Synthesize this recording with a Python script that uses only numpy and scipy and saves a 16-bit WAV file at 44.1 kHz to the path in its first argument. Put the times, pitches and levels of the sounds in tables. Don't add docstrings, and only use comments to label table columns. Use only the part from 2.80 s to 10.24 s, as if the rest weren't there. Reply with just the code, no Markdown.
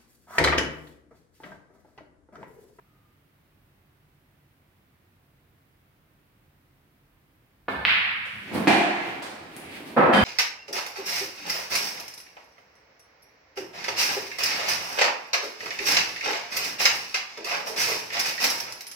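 import sys
import numpy as np
from scipy import signal
from scipy.fft import rfft, irfft, next_fast_len
from scipy.io import wavfile
from scipy.ndimage import uniform_filter1d

SR = 44100
rng = np.random.default_rng(int(sys.argv[2]) if len(sys.argv) > 2 else 0)


def transcribe(u):
    v = np.clip(np.atleast_2d(u).T, -1, 1)
    q = np.round(v * 32767).astype(np.int16)
    wavfile.write(sys.argv[1], SR, q)


N = 328104


def from_db(db):
    return 10 ** (np.asarray(db) / 20)

def rms_one(x):
    return x / np.sqrt(np.mean(x ** 2) + 1e-20)

def at_hz(points, hz):
    f, value = np.transpose(points)
    return np.interp(np.log(np.maximum(hz, 1)), np.log(f), value)

def swell(middle_s, half_s):
    return np.exp(-np.minimum(((np.arange(N) / SR - middle_s) / half_s) ** 2, 20))

def stroke(peak_s, rise_s, t60):
    since = np.arange(N) / SR - peak_s
    return np.where(since < 0, swell(peak_s, rise_s), from_db(-60 * np.abs(since) / t60))

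def power_sum(gains):
    return np.sqrt(sum(gain ** 2 for gain in gains))

def balance(db):
    return from_db(np.array([[.5], [-.5]]) * db)

# (frequency [Hz], correlation [-1 to 1])
COHERENCE = [(40, .9), (120, .97), (250, .85), (500, .5), (1000, .05), (2000, -.05), (8000, -.05)]
def diffuse(size):
    hz = np.fft.rfftfreq(size, 1 / SR)
    mid, side = rfft(rng.standard_normal((2, size)))
    alike = np.clip(at_hz(COHERENCE, hz), -1, 1)
    return hz, (np.sqrt(1 + alike) * mid + np.sqrt(1 - alike) * side * [[1], [-1]]) / np.sqrt(2)

def noise(spectrum):
    size = next_fast_len(N, True)
    hz, white = diffuse(size)
    return rms_one(irfft(white * from_db(at_hz(spectrum, hz)) * (hz > 20), size)[:, :N])

def body(spectrum, modes, size=32768):
    hz = np.fft.rfftfreq(size, 1 / SR)
    gain = from_db(at_hz(spectrum, hz))
    for f, width, db in modes:
        gain = gain * np.sqrt(1 + (from_db(db) ** 2 - 1) / (1 + (2 * (hz - f) / width) ** 2))
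    cepstrum = irfft(np.log(gain))
    cepstrum[1:size // 2] *= 2
    cepstrum[size // 2 + 1:] = 0
    response = irfft(np.exp(rfft(cepstrum)))
    return response / np.sqrt(np.sum(response ** 2))

# (frequency [Hz], T60 [s])
ROOM_T60 = [(100, 0.42), (250, 0.9), (700, 1.22), (1400, 1.53), (2300, 1.4), (4000, 1.055), (8000, 0.8),
            (15000, 0.51)]
# (left delay [s], right delay [s], level [dB])
REFLECTIONS = [(.0035, .0035, -10.5), (.0058, 0.0042, -5), (.0082, .0088, -9.5), (0.0236, 0.012, -45)]
def room(direct_db, wet_db, build_s, shade_hz, count, size=57344):
    t, hz = np.arange(size) / SR, np.fft.rfftfreq(size, 1 / SR)
    white = np.array([diffuse(size)[1] for spot in range(count)], np.complex64)
    tail = np.zeros((count, 2, size), np.float32)
    centres, t60s = np.transpose(ROOM_T60)
    for t60, share in zip(t60s, np.eye(len(centres))):
        band = at_hz(np.c_[centres, share], hz).astype(np.float32)
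        tail += irfft(white * band) * from_db(-60 * t / t60).astype(np.float32)
    early = np.zeros((2, size))
    early[:, 0] = 1
    for left_s, right_s, db in REFLECTIONS:
        early[[0, 1], [round(left_s * SR), round(right_s * SR)]] += from_db(db)
    early = signal.lfilter(*signal.butter(2, shade_hz, fs=SR), early + 1e-18)
    return from_db(direct_db) * early + from_db(wet_db) * (1 - np.exp(-t / build_s)) * tail

def radiate(hits, response, direct_db, wet_db, build_s, shade_hz):
    out = np.zeros((2, N))
    for (s, db), path in zip(hits, room(direct_db, wet_db, build_s, shade_hz, len(hits))):
        start = round(s * SR)
        heard = signal.fftconvolve(path[:, :N - start], response[None], axes=1)[:, :N - start]
        out[:, start:start + heard.shape[1]] += from_db(db) * heard
    return out

# (frequency [Hz], level [dB])
AIR_SPECTRUM = [(15, -44), (25, -16), (37, -0.5), (64, -8.5), (86, -1), (116, -5), (144, 0.5), (173, -10.5),
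                (193, -6), (221, -12.5), (289, -8.5), (445, -17), (2120, -20.5), (7100, -37),
                (15500, -28.5)]
def ventilation(level_db=-62):
    return from_db(level_db) * balance(-1.4) * noise(AIR_SPECTRUM)

def squeak(start_hz=1300, sag_hz_per_s=320, waver_depth=.04):
    t = np.arange(SR) / SR
    waver = rms_one(uniform_filter1d(rng.standard_normal(SR), size=300))
    pitch = (start_hz - sag_hz_per_s * t) * (1 + waver_depth * waver)
    tone = swell(middle_s=.15, half_s=.17)[:SR] * np.sin(2 * np.pi * np.cumsum(pitch) / SR)
    return radiate([(.0033, -73)], tone, direct_db=-2, wet_db=-36, build_s=.01, shade_hz=3000)

# (time [s], level [dB])
STEPS = [(6.58, -26), (6.83, -26.5)]
PANEL_HITS = [(4.935, -21.5), (7.225, -23), (7.407, -8), (7.424, -14)]
# (frequency [Hz], level [dB])
PANEL_SPECTRUM = [(25, -47), (50, -27), (66, -14), (95, -16), (140, -10), (400, -30), (2000, -70)]
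# (frequency [Hz], bandwidth [Hz], gain [dB])
PANEL_MODES = [(70, 12, 9), (92, 16, 13)]
def floor_and_panels():
    plate = body(PANEL_SPECTRUM, PANEL_MODES)
    steps = radiate(STEPS, plate, direct_db=-4, wet_db=-24.5, build_s=.004, shade_hz=1030)
    boom = radiate(PANEL_HITS, plate, direct_db=3, wet_db=-20, build_s=.0035, shade_hz=1000)
    return steps + boom

# (time [s], level [dB])
TICK_HITS = [(5.453, -30), (6.265, -33), (6.422, -17.5), (7.0675, -34)]
SNAP_HITS = [(6.7658, -20)]
# (frequency [Hz], level [dB])
TICK_SPECTRUM = [(40, -39), (500, 16), (2500, 6), (4700, 6.5), (6500, -1), (8500, 0.5), (15000, -11)]
SNAP_SPECTRUM = [(30, -37), (200, 7), (1000, -2), (2500, -7), (6000, -12), (10000, -10), (15000, -13)]
# (frequency [Hz], bandwidth [Hz], gain [dB])
SNAP_MODES = [(2300, 600, 4), (10000, 1300, 11)]
def ticks_and_snap():
    ticks = radiate(TICK_HITS, body(TICK_SPECTRUM, []),
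                    direct_db=2, wet_db=-19.5, build_s=.0018, shade_hz=4000)
    snap = radiate(SNAP_HITS, body(SNAP_SPECTRUM, SNAP_MODES),
                   direct_db=3.5, wet_db=-24, build_s=.002, shade_hz=14000)
    return ticks + snap

# (time [s], half length [s], level [dB])
MOVES = [(5.806, 0.17, -41), (6.246, 0.19, -39.5), (6.96, 0.049, -44), (6.955, .28, -46)]
# (peak time [s], rise [s], level [dB])
BRUSHES = [(5.10, 0.044, -67), (5.68, 0.38, -58), (5.752, 0.018, -38.5), (5.96, .04, -55), (6.25, .1, -59),
           (6.76, 0.048, -55.5), (6.96, .05, -48), (7.085, 0.029, -49.5)]
# (frequency [Hz], level [dB])
RUSTLE_SPECTRUM = [(40, -33), (200, -7), (800, -21), (1500, 13), (2300, 18.5), (4000, 6), (6500, -5.5),
                   (15000, -23)]
NAP_SPECTRUM = [(300, -40), (2000, 7), (4500, 9), (6500, -5), (9000, 4), (15500, -3)]
def rubbing_fabric():
    rustle = power_sum(from_db(db) * swell(s, half_s) for s, half_s, db in MOVES)
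    swish = power_sum(from_db(db) * stroke(s, rise_s, t60=.6) for s, rise_s, db in BRUSHES)
    return rustle * noise(RUSTLE_SPECTRUM) + swish * noise(NAP_SPECTRUM)

# (peak time [s], level [dB])
ROLLS = [(4.92, -46), (5.07, -51), (5.55, -49)]
# (frequency [Hz], level [dB])
SLATE_SPECTRUM = [(40, -32), (100, 7.5), (140, -5.5), (200, 9), (280, -10), (500, -16), (1500, -41)]
def table_roll(nap_db=-12.5):
    envelope = power_sum(from_db(db) * stroke(s, rise_s=.017, t60=2.24) for s, db in ROLLS)
    return envelope * (noise(SLATE_SPECTRUM) + from_db(nap_db) * noise(NAP_SPECTRUM))

# (peak time [s], level [dB])
TUMBLES = [(5.75, -41), (6.3, -38.5)]
# (frequency [Hz], level [dB])
RUMBLE_SPECTRUM = [(40, -23), (100, -10), (200, 1), (340, 4.5), (480, -3.5), (700, -3), (1200, -9),
                   (3000, -34)]
def channel_roll(slope_start_s=6.24, slope_db=-53, growth_db_per_s=12.5):
    tumbles = power_sum(from_db(db) * stroke(s, rise_s=.08, t60=1.2) for s, db in TUMBLES)
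    since = np.arange(N) / SR - slope_start_s
    slope = from_db(slope_db + growth_db_per_s * since) * (since > 0)
    return power_sum([tumbles, slope]) * noise(RUMBLE_SPECTRUM)

# (time [s], level [dB])
CHANNEL_HITS = [(7.165, 6), (7.169, 11.5), (7.178, 12), (7.224, 8.5), (7.258, 3.5)]
TRAY_HITS = [(7.329, 6.2), (7.335, 15.7), (7.359, 6.9), (7.378, 7), (7.407, 2.5), (7.431, 2.35)]
# (frequency [Hz], level [dB])
CHANNEL_SPECTRUM = [(25, -47), (60, -30), (120, -9.5), (230, 1.5), (600, 0.5), (1200, -2), (2000, -10.5),
                    (3000, -24), (4500, -34.5), (6500, -50), (15000, -54)]
TRAY_SPECTRUM = [(25, -43), (90, -6.5), (220, 2), (400, -12), (600, 1.5), (1100, -2), (2000, -2),
                 (3000, -12.5), (4700, -17), (6500, -28.5), (9000, -25), (15000, -38)]
# (frequency [Hz], bandwidth [Hz], gain [dB])
CHANNEL_MODES = [(237, 14, 6), (361, 14, 3), (517, 14, 10), (657, 12, 5), (748, 14, 9), (1007, 14, 5),
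                 (1303, 18, 8), (2580, 36, 9)]
TRAY_MODES = [(203, 14, 11), (232, 14, 11), (538, 14, 15), (1000, 40, 5), (1491, 20, 9), (1663, 20, 11),
              (2480, 60, 6), (3100, 36, 19), (3580, 60, 7), (4720, 90, 10)]
def ball_return():
    channel = radiate(CHANNEL_HITS, body(CHANNEL_SPECTRUM, CHANNEL_MODES),
                      direct_db=-9.5, wet_db=-28.5, build_s=.00068, shade_hz=1540)
    tray = radiate(TRAY_HITS, body(TRAY_SPECTRUM, TRAY_MODES),
                   direct_db=-8.5, wet_db=-32, build_s=.00078, shade_hz=3520)
    return channel + tray

# (time [s], level [dB])
JAW_HITS = [(5.715, -2.5), (5.738, 3), (5.749, 6.5), (5.761, 7), (5.778, 2.5), (5.812, -0.5), (5.930, 8.5)]
DROP_HITS = [(5.8722, 12.9), (5.8785, 10.4), (5.902, 2.9), (5.928, 3.3)]
# (frequency [Hz], level [dB])
JAW_SPECTRUM = [(25, -52), (50, -21), (90, -12.5), (190, 0.5), (340, -5), (450, -6.5), (900, -10.5),
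                (2200, -20.5), (4000, -40), (6500, -39), (15000, -58)]
DROP_SPECTRUM = [(50, -21), (120, -10), (200, -3.5), (350, 7), (440, -7), (750, 5), (1200, -7.5),
                 (1700, -4.5), (2500, -4), (3800, -13.5), (6500, -23.5), (9000, -25.5), (15000, -38)]
# (frequency [Hz], bandwidth [Hz], gain [dB])
POCKET_MODES = [(205, 9, 12), (307, 14, 4), (711, 16, 7), (795, 40, 4), (1680, 22, 8), (1900, 16, 6),
                (2073, 16, 8), (2385, 20, 9), (4330, 160, 5)]
def pocket():
    jaws = radiate(JAW_HITS, body(JAW_SPECTRUM, POCKET_MODES[:2]),
                   direct_db=-7.5, wet_db=-34.5, build_s=.00092, shade_hz=910)
    drop = radiate(DROP_HITS, body(DROP_SPECTRUM, POCKET_MODES),
                   direct_db=-5, wet_db=-29, build_s=.0011, shade_hz=2700)
    return jaws + drop

# (time [s], level [dB])
CUE_HITS = [(4.8817, -11.5), (4.8845, 2.5)]
BALL_HITS = [(5.0513, 9.9)]
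# (frequency [Hz], level [dB])
CUE_SPECTRUM = [(25, -23), (90, -18), (280, -5.5), (900, -2), (1500, -5.5), (2100, -10.5), (3000, -18.5),
                (4500, -25.5), (6000, -41.5), (15000, -42)]
BALL_SPECTRUM = [(30, -45), (100, -30), (450, -59), (700, -18), (1100, -11), (1700, -4), (2100, 0),
                 (2450, 0), (3100, -4.5), (4000, -12.5), (5000, -22.5), (6500, -47), (15000, -42.5)]
# (frequency [Hz], bandwidth [Hz], gain [dB])
CUE_MODES = [(195, 14, 5), (280, 10, 8), (1575, 30, 8), (1757, 14, 19), (1930, 260, -20), (2170, 16, 13),
             (2519, 22, 9), (2864, 24, 8), (3160, 40, 6), (3548, 24, 12), (3994, 20, 12), (4430, 22, 10)]
def shot():
    cue = radiate(CUE_HITS, body(CUE_SPECTRUM, CUE_MODES),
                  direct_db=-2, wet_db=-30, build_s=.0024, shade_hz=2580)
    click = radiate(BALL_HITS, body(BALL_SPECTRUM, []),
                    direct_db=-2, wet_db=-25.5, build_s=.02, shade_hz=5760)
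    return cue + click

# (frequency [Hz], level [dB])
LEFT_MINUS_RIGHT = [(100, -0.4), (500, -1.4), (2000, -1.9), (4500, -2), (6500, -2), (8500, 3.5), (11000, 2),
                    (14000, -1.8)]
def microphones(sound):
    size = next_fast_len(N + SR // 10, True)
    gains = balance(at_hz(LEFT_MINUS_RIGHT, np.fft.rfftfreq(size, 1 / SR)))
    return irfft(rfft(sound, size) * gains, size)[:, :N]

def scene():
    air = ventilation()
    balls = shot() + pocket() + ball_return() + table_roll() + channel_roll()
    background = rubbing_fabric() + ticks_and_snap() + floor_and_panels() + squeak()
    return microphones(balls + background) + air

def record(dry, low_cut_hz=40, high_cut_hz=15850):
    high_passed = signal.sosfilt(signal.butter(2, low_cut_hz, "high", fs=SR, output="sos"), dry)
    clipped = np.clip(high_passed, -1, 1)
    return signal.sosfilt(signal.ellip(12, .1, 90, high_cut_hz, fs=SR, output="sos"), clipped)


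dry = scene()
out = record(dry)
transcribe(out)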